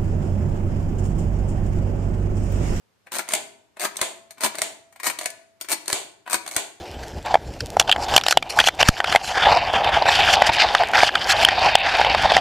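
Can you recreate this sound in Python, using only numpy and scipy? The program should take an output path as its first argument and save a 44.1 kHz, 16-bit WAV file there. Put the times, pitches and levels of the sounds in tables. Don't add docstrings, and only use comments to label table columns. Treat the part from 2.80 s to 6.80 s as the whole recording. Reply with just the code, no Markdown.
import sys
import numpy as np
from scipy import signal
from scipy.fft import rfft, irfft
from scipy.io import wavfile

SR = 44100
rng = np.random.default_rng(int(sys.argv[2]) if len(sys.argv) > 2 else 0)


def store_wav(level_fs):
    pcm = np.round(np.clip(np.atleast_2d(level_fs), -1, 1) * 32767)
    wavfile.write(sys.argv[1], SR, pcm.T.astype(np.int16))


N = 176400
T = np.arange(N) / SR

# start t/s, end t/s, first tooth level/dB, end level/dB, first tooth gap/s
RATCHET_DOWN = [(0.319, 0.371, -25.5, -20, 0.01), (0.9957, 1.037, -23, -21, 0.01),
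                (1.607, 1.683, -22.5, -35.5, 0.0088), (2.232, 2.28, -23, -18, 0.0093),
                (2.886, 2.933, -23, -17, 0.00897), (3.498, 3.525, -21.5, -23, 0.01)]
# start t/s, end t/s, tooth level/dB, tooth gap/s
RATCHET_UP = [(0.501, .535, -32, 0.0036), (1.179, 1.22, -37.5, 0.0083), (1.772, 1.82, -38, .009),
              (2.403, 2.443, -32.5, .0095), (3.091, 3.142, -27, 0.01), (3.711, 3.787, -31.5, 0.0085)]
# t/s, body level/dB, treble level/dB
PART_KNOCKS = [(0.269, -39, -51), (0.3202, -30.5, -33.5), (0.384, -34, -17), (0.391, -20.5, -18.5),
               (0.479, -36.5, -40), (0.4877, -30, -22), (.508, -27, -45), (.5205, -30.5, -23),
               (0.5499, -32, -16.5), (0.969, -38, -42), (1.039, -24.5, -27.5), (1.046, -31.5, -17),
               (1.051, -17, -15.5), (1.157, -36, -39), (1.1678, -42, -19.5), (1.190, -29.5, -37),
               (1.2264, -22.5, -27), (1.507, -41, -31.5), (1.573, -50, -56), (1.581, -42, -42),
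               (1.6349, -17.5, -11), (1.643, -25.5, -12), (1.6475, -16, -11.5), (1.661, -19.5, -16),
               (1.746, -33, -54), (1.753, -32.5, -28), (1.784, -25.5, -23.5), (1.7899, -32, -27),
               (2.125, -50.5, -46), (2.16, -43, -43), (2.199, -33.5, -32), (2.267, -16, -11.5),
               (2.284, -28, -20.5), (2.2985, -22, -18.5), (2.388, -30, -21.5), (2.411, -32, -29),
               (2.415, -34, -28.5), (2.502, -45, -28.5), (2.802, -53.5, -51), (2.811, -37, -19.5),
               (2.845, -37.5, -36), (2.9165, -19, -12), (2.926, -21.5, -12), (3.058, -45, -35),
               (3.0794, -27.5, -17), (3.100, -22, -20.5), (3.463, -36.5, -52), (3.476, -28, -38),
               (3.53, -19, -10.5), (3.542, -18, -10), (3.547, -23.5, -42), (3.663, -33.5, -30),
               (3.677, -32, -23.5), (3.688, -38, -32), (3.712, -41, -28.5), (3.78, -27, -34)]
# t/s, body level/dB, treble level/dB, thump level/dB, springs level/dB
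LEVER_SLAMS = [(0.5357, -16, -9, -53, -22), (1.214, -18, -10, -29.5, -20.5), (1.8175, -18.5, -11, -34, -23),
               (2.4577, -20, -13.5, -62, -41), (3.128, -19.5, -10.5, -27.5, -19),
               (3.764, -16.5, -10, -27, -21)]
# f/Hz, level/dB
DOWN_TONE = [(50, -33.5), (150, -28.5), (215, -19.5), (300, -10.5), (400, -6), (480, -8), (640, 4.5),
             (800, -2.5), (1000, 0), (1220, -2.5), (1450, -1.5), (1800, -3), (2350, 0.5), (2800, -5.5),
             (3300, -7.5), (3900, -2), (4600, -1.5), (5000, -7), (6200, -2), (7400, -3), (8700, 1.5),
             (10500, -10), (14000, -6)]
# f/Hz, level/dB
UP_TONE = [(50, -23.5), (150, -17.5), (220, -14), (310, -7), (400, 0), (480, -6), (660, 7.5), (850, -4),
           (1000, 1.5), (1220, -4), (1500, -2.5), (2200, 0.5), (2800, -5), (3600, 0), (4600, 2.5),
           (5000, -5), (6200, 1), (7400, 1.5), (8700, 5.5), (11000, -6), (14000, -7.5)]
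# f/Hz, level/dB, t60/s
FRAME_MODES = [(296, -38.5, 0.33), (403, -27, 0.75), (644, -31.5, 0.24), (668.6, -32.5, 1),
               (693, -32.5, 0.2), (937, -43.5, 0.96), (966, -29.5, 0.31), (1485, -24, 0.45),
               (1733, -26.5, 0.45), (2137, -50, 0.56), (2280, -16.5, 0.21), (8440, -29, .12)]
# f/Hz, level/dB
SPRING_TONE = [(100, -27), (200, -9), (390, 3), (480, 4), (700, 9.5), (1000, 8), (1200, -6), (2200, 4),
               (4500, 3.5), (5100, -7), (7000, 7), (8800, 3.5), (10500, -7.5), (14000, -14)]
# f/Hz, left minus right level/dB
DOWN_BALANCE = [(60, -4.5), (110, 26.5), (250, 17), (400, 15), (520, -3.5), (700, 1), (1300, 5.5),
                (2300, 6), (3300, -4.5), (4500, 2), (7000, -2), (9000, 8.5), (14000, 4)]
# f/Hz, left minus right level/dB
UP_BALANCE = [(60, -1), (110, 12), (250, 14), (400, 13), (520, -0.5), (700, 0.5), (1300, 3.5), (2300, 3.5),
              (3300, -5.5), (4500, 0.5), (7000, -2), (9000, 5), (14000, 5.5)]
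# f/Hz, t60/s, level/dB
ROOM_ECHO = [(149, 0.99, -7), (430, 0.61, -8.5), (1013, 0.56, -10), (2650, 0.49, -9.5), (7070, 0.46, -12.5),
             (12700, 0.42, -19.5)]
# f/Hz, level/dB
AIR_TONE = [(18, -45), (30, -29.5), (109, -6), (156, -17), (201, -8), (274, -16), (424, -13), (4520, -26),
            (5010, -26.5), (14000, -36)]

KEY_HELD_S, KEY_BACK_S = 0.05, 0.25
BODY_SPLIT_HZ = 2925


def ratchet():
    speedup_per_s, down_body_db, up_body_db = 15, -7, -6.5
    teeth = []
    for start, end, first_db, end_db, gap in RATCHET_DOWN:
        at = start
        while at < end:
            db = np.interp(at, [start, end], [first_db, end_db])
            teeth.append((at, db + down_body_db, db))
            at += gap / (1 + speedup_per_s * (at - start))
    for start, end, db, gap in RATCHET_UP:
        teeth += [(at, db + up_body_db, db) for at in np.arange(start, end, gap)]
    scatter_db = 0.63 * rng.standard_normal((400, 1))[:len(teeth)]
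    return np.array(teeth) - scatter_db * [0, 1, 1]


def contacts(hits, slams):
    body, treble = split_noise("low", shared=1), split_noise("high", shared=0.17)
    times, body_db, _ = np.vstack([hits, slams[:, :3]]).T
    slide = blows(times - 0.0066, body_db - 15.5, rise_s=0.0057, decay_s=0.0094)
    knock = blows(times, body_db, rise_s=0.0014, decay_s=0.0028)
    hit_crack = blows(hits[:, 0], hits[:, 2], rise_s=0.0011, decay_s=0.0023)
    slam_crack = blows(slams[:, 0], slams[:, 2], rise_s=0.00087, decay_s=0.0021)
    crack = np.hypot(hit_crack, slam_crack)
    return np.hypot(knock, slide) * body + np.hypot(crack, slide / 2) * treble


def frame(strikes, shell_db, modes_db):
    t, out = T[:SR], strikes
    stroke = np.searchsorted(np.array(RATCHET_DOWN)[:, 1] + KEY_BACK_S, T)
    for key in range(len(RATCHET_DOWN)):
        shell = diffuse_noise() * fade(t, t60=0.093)
        shell *= amp(shell_db) / np.linalg.norm(shell[0])
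        detunes = 1 + 0.0054 * rng.standard_normal(len(FRAME_MODES))
        modes = sum(amp(db + modes_db) * np.sin(2 * np.pi * hz * detune * t) * fade(t, t60)
                    for (hz, db, t60), detune in zip(FRAME_MODES, detunes))
        out = out + ring(strikes * (stroke == key), shell + modes)
    return out


def springs(slams):
    lag_s, t60_s, spacing_hz = 0.0076, 0.32, 22
    shiver = blows(slams[:, 0] + lag_s, slams[:, 4] - 7.5, rise_s=0.0084, decay_s=t60_s / np.log(1000))
    centres = np.arange(0, SR / 2, spacing_hz)
    peaks_db = 3 * rng.standard_normal(len(centres))
    resonances = amp(np.interp(np.fft.rfftfreq(N, 1 / SR), centres, peaks_db))
    wires = irfft(rfft(mic_noise(shared=0.17)) * resonances)
    return colour(shiver * wires / wires.std(), SPRING_TONE)


def case_thumps():
    case_hz, decay_s, right_db = 102.6, 0.005, -24.5
    out = 0
    for at, _, _, db, _ in LEVER_SLAMS:
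        t = np.maximum(T - at, 0)
        out = out + amp(db + 2.5) * np.sin(2 * np.pi * case_hz * t) * np.exp(-t / decay_s)
    return out * amp([[0], [right_db]])


def at_microphones(sound, balance):
    left, right = sound + tiled_room(sound)
    return np.vstack([colour(left, balance, share=0.5), colour(right, balance, share=-0.5)])


def tiled_room(sound):
    t, hz = T[:SR], np.fft.rfftfreq(SR, 1 / SR)
    spectrum, echo = rfft(diffuse_noise()), 0
    edges_hz = 60 * 2 ** (np.arange(18) / 2)
    for low, high in zip(edges_hz, edges_hz[1:]):
        centre = np.sqrt(low * high)
        t60, db = along(centre, ROOM_ECHO), along(centre, ROOM_ECHO, column=2)
        band = irfft(spectrum * ((hz >= low) & (hz < high)))
        unit_energy = np.sqrt(2 * np.log(1000) / (t60 * SR))
        echo = echo + band * fade(t, t60) * unit_energy * amp(db)
    build_up = np.minimum(t / 0.0027, 1) ** 2
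    return ring(sound, echo * build_up)


def room_air(level_db):
    air = colour(mic_noise(shared=0.083), AIR_TONE)
    return air / air.std() * amp(level_db)


def blows(times, levels_db, rise_s, decay_s):
    power = np.zeros(N)
    for at, db in zip(times, levels_db):
        span = slice(int(at * SR) + 1, int((at + 10 * decay_s) * SR))
        t = T[span] - at
        shape = (1 - np.exp(-t / rise_s)) * np.exp(-t / decay_s)
        power[span] += (amp(db) * shape / shape.max()) ** 2
    return np.sqrt(power)


def mic_noise(shared):
    noise = rng.standard_normal((3, N))
    return np.sqrt(shared) * noise[:1] + np.sqrt(1 - shared) * noise[1:]


def split_noise(side, shared):
    crossover = signal.butter(4, BODY_SPLIT_HZ, side, fs=SR, output="sos")
    noise = signal.sosfilt(crossover, mic_noise(shared))
    return noise / noise.std()


def diffuse_noise(alike_below_hz=900):
    spectra = rfft(rng.standard_normal((3, SR)))
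    alike = np.exp(-(np.fft.rfftfreq(SR, 1 / SR) / alike_below_hz) ** 2)
    return irfft(np.sqrt(alike) * spectra[:1] + np.sqrt(1 - alike) * spectra[1:])


def colour(sound, table, share=1):
    size = 4096
    gain = amp(share * along(np.fft.rfftfreq(size, 1 / SR), table))
    cepstrum = irfft(np.log(gain))
    cepstrum[1:size // 2] *= 2
    cepstrum[size // 2 + 1:] = 0
    return ring(sound, irfft(np.exp(rfft(cepstrum))))


def ring(sound, response):
    return signal.fftconvolve(np.atleast_2d(sound), np.atleast_2d(response), axes=1)[:, :N]


def along(hz, table, column=1):
    table = np.array(table)
    return np.interp(np.log(hz + 1), np.log(table[:, 0]), table[:, column])


def fade(t, t60):
    return np.exp(-np.log(1000) * t / t60)


def amp(db):
    return 10 ** (np.asarray(db) / 20)


def scene():
    hits, slams = np.vstack([ratchet(), PART_KNOCKS]), np.array(LEVER_SLAMS)
    since_bottom = hits[:, :1] - np.array(RATCHET_DOWN)[:, 1]
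    rising = np.any((since_bottom > KEY_HELD_S) & (since_bottom < KEY_BACK_S), axis=1)
    down_strikes = colour(contacts(hits[~rising], slams[:0]), DOWN_TONE)
    down = frame(down_strikes, shell_db=0, modes_db=-39.5)
    up_strikes = colour(contacts(hits[rising], slams), UP_TONE)
    up = frame(up_strikes, shell_db=-5.5, modes_db=-32) + springs(slams)
    air = room_air(level_db=-67)
    return at_microphones(down, DOWN_BALANCE) + at_microphones(up, UP_BALANCE) + case_thumps() + air


def record(dry):
    ceiling, top_hz = 0.72, 14350
    rounded = ceiling * np.tanh(dry / ceiling)
    return signal.sosfilt(signal.ellip(8, 0.2, 70, top_hz, fs=SR, output="sos"), rounded)


dry = scene()
out = record(dry)
store_wav(out)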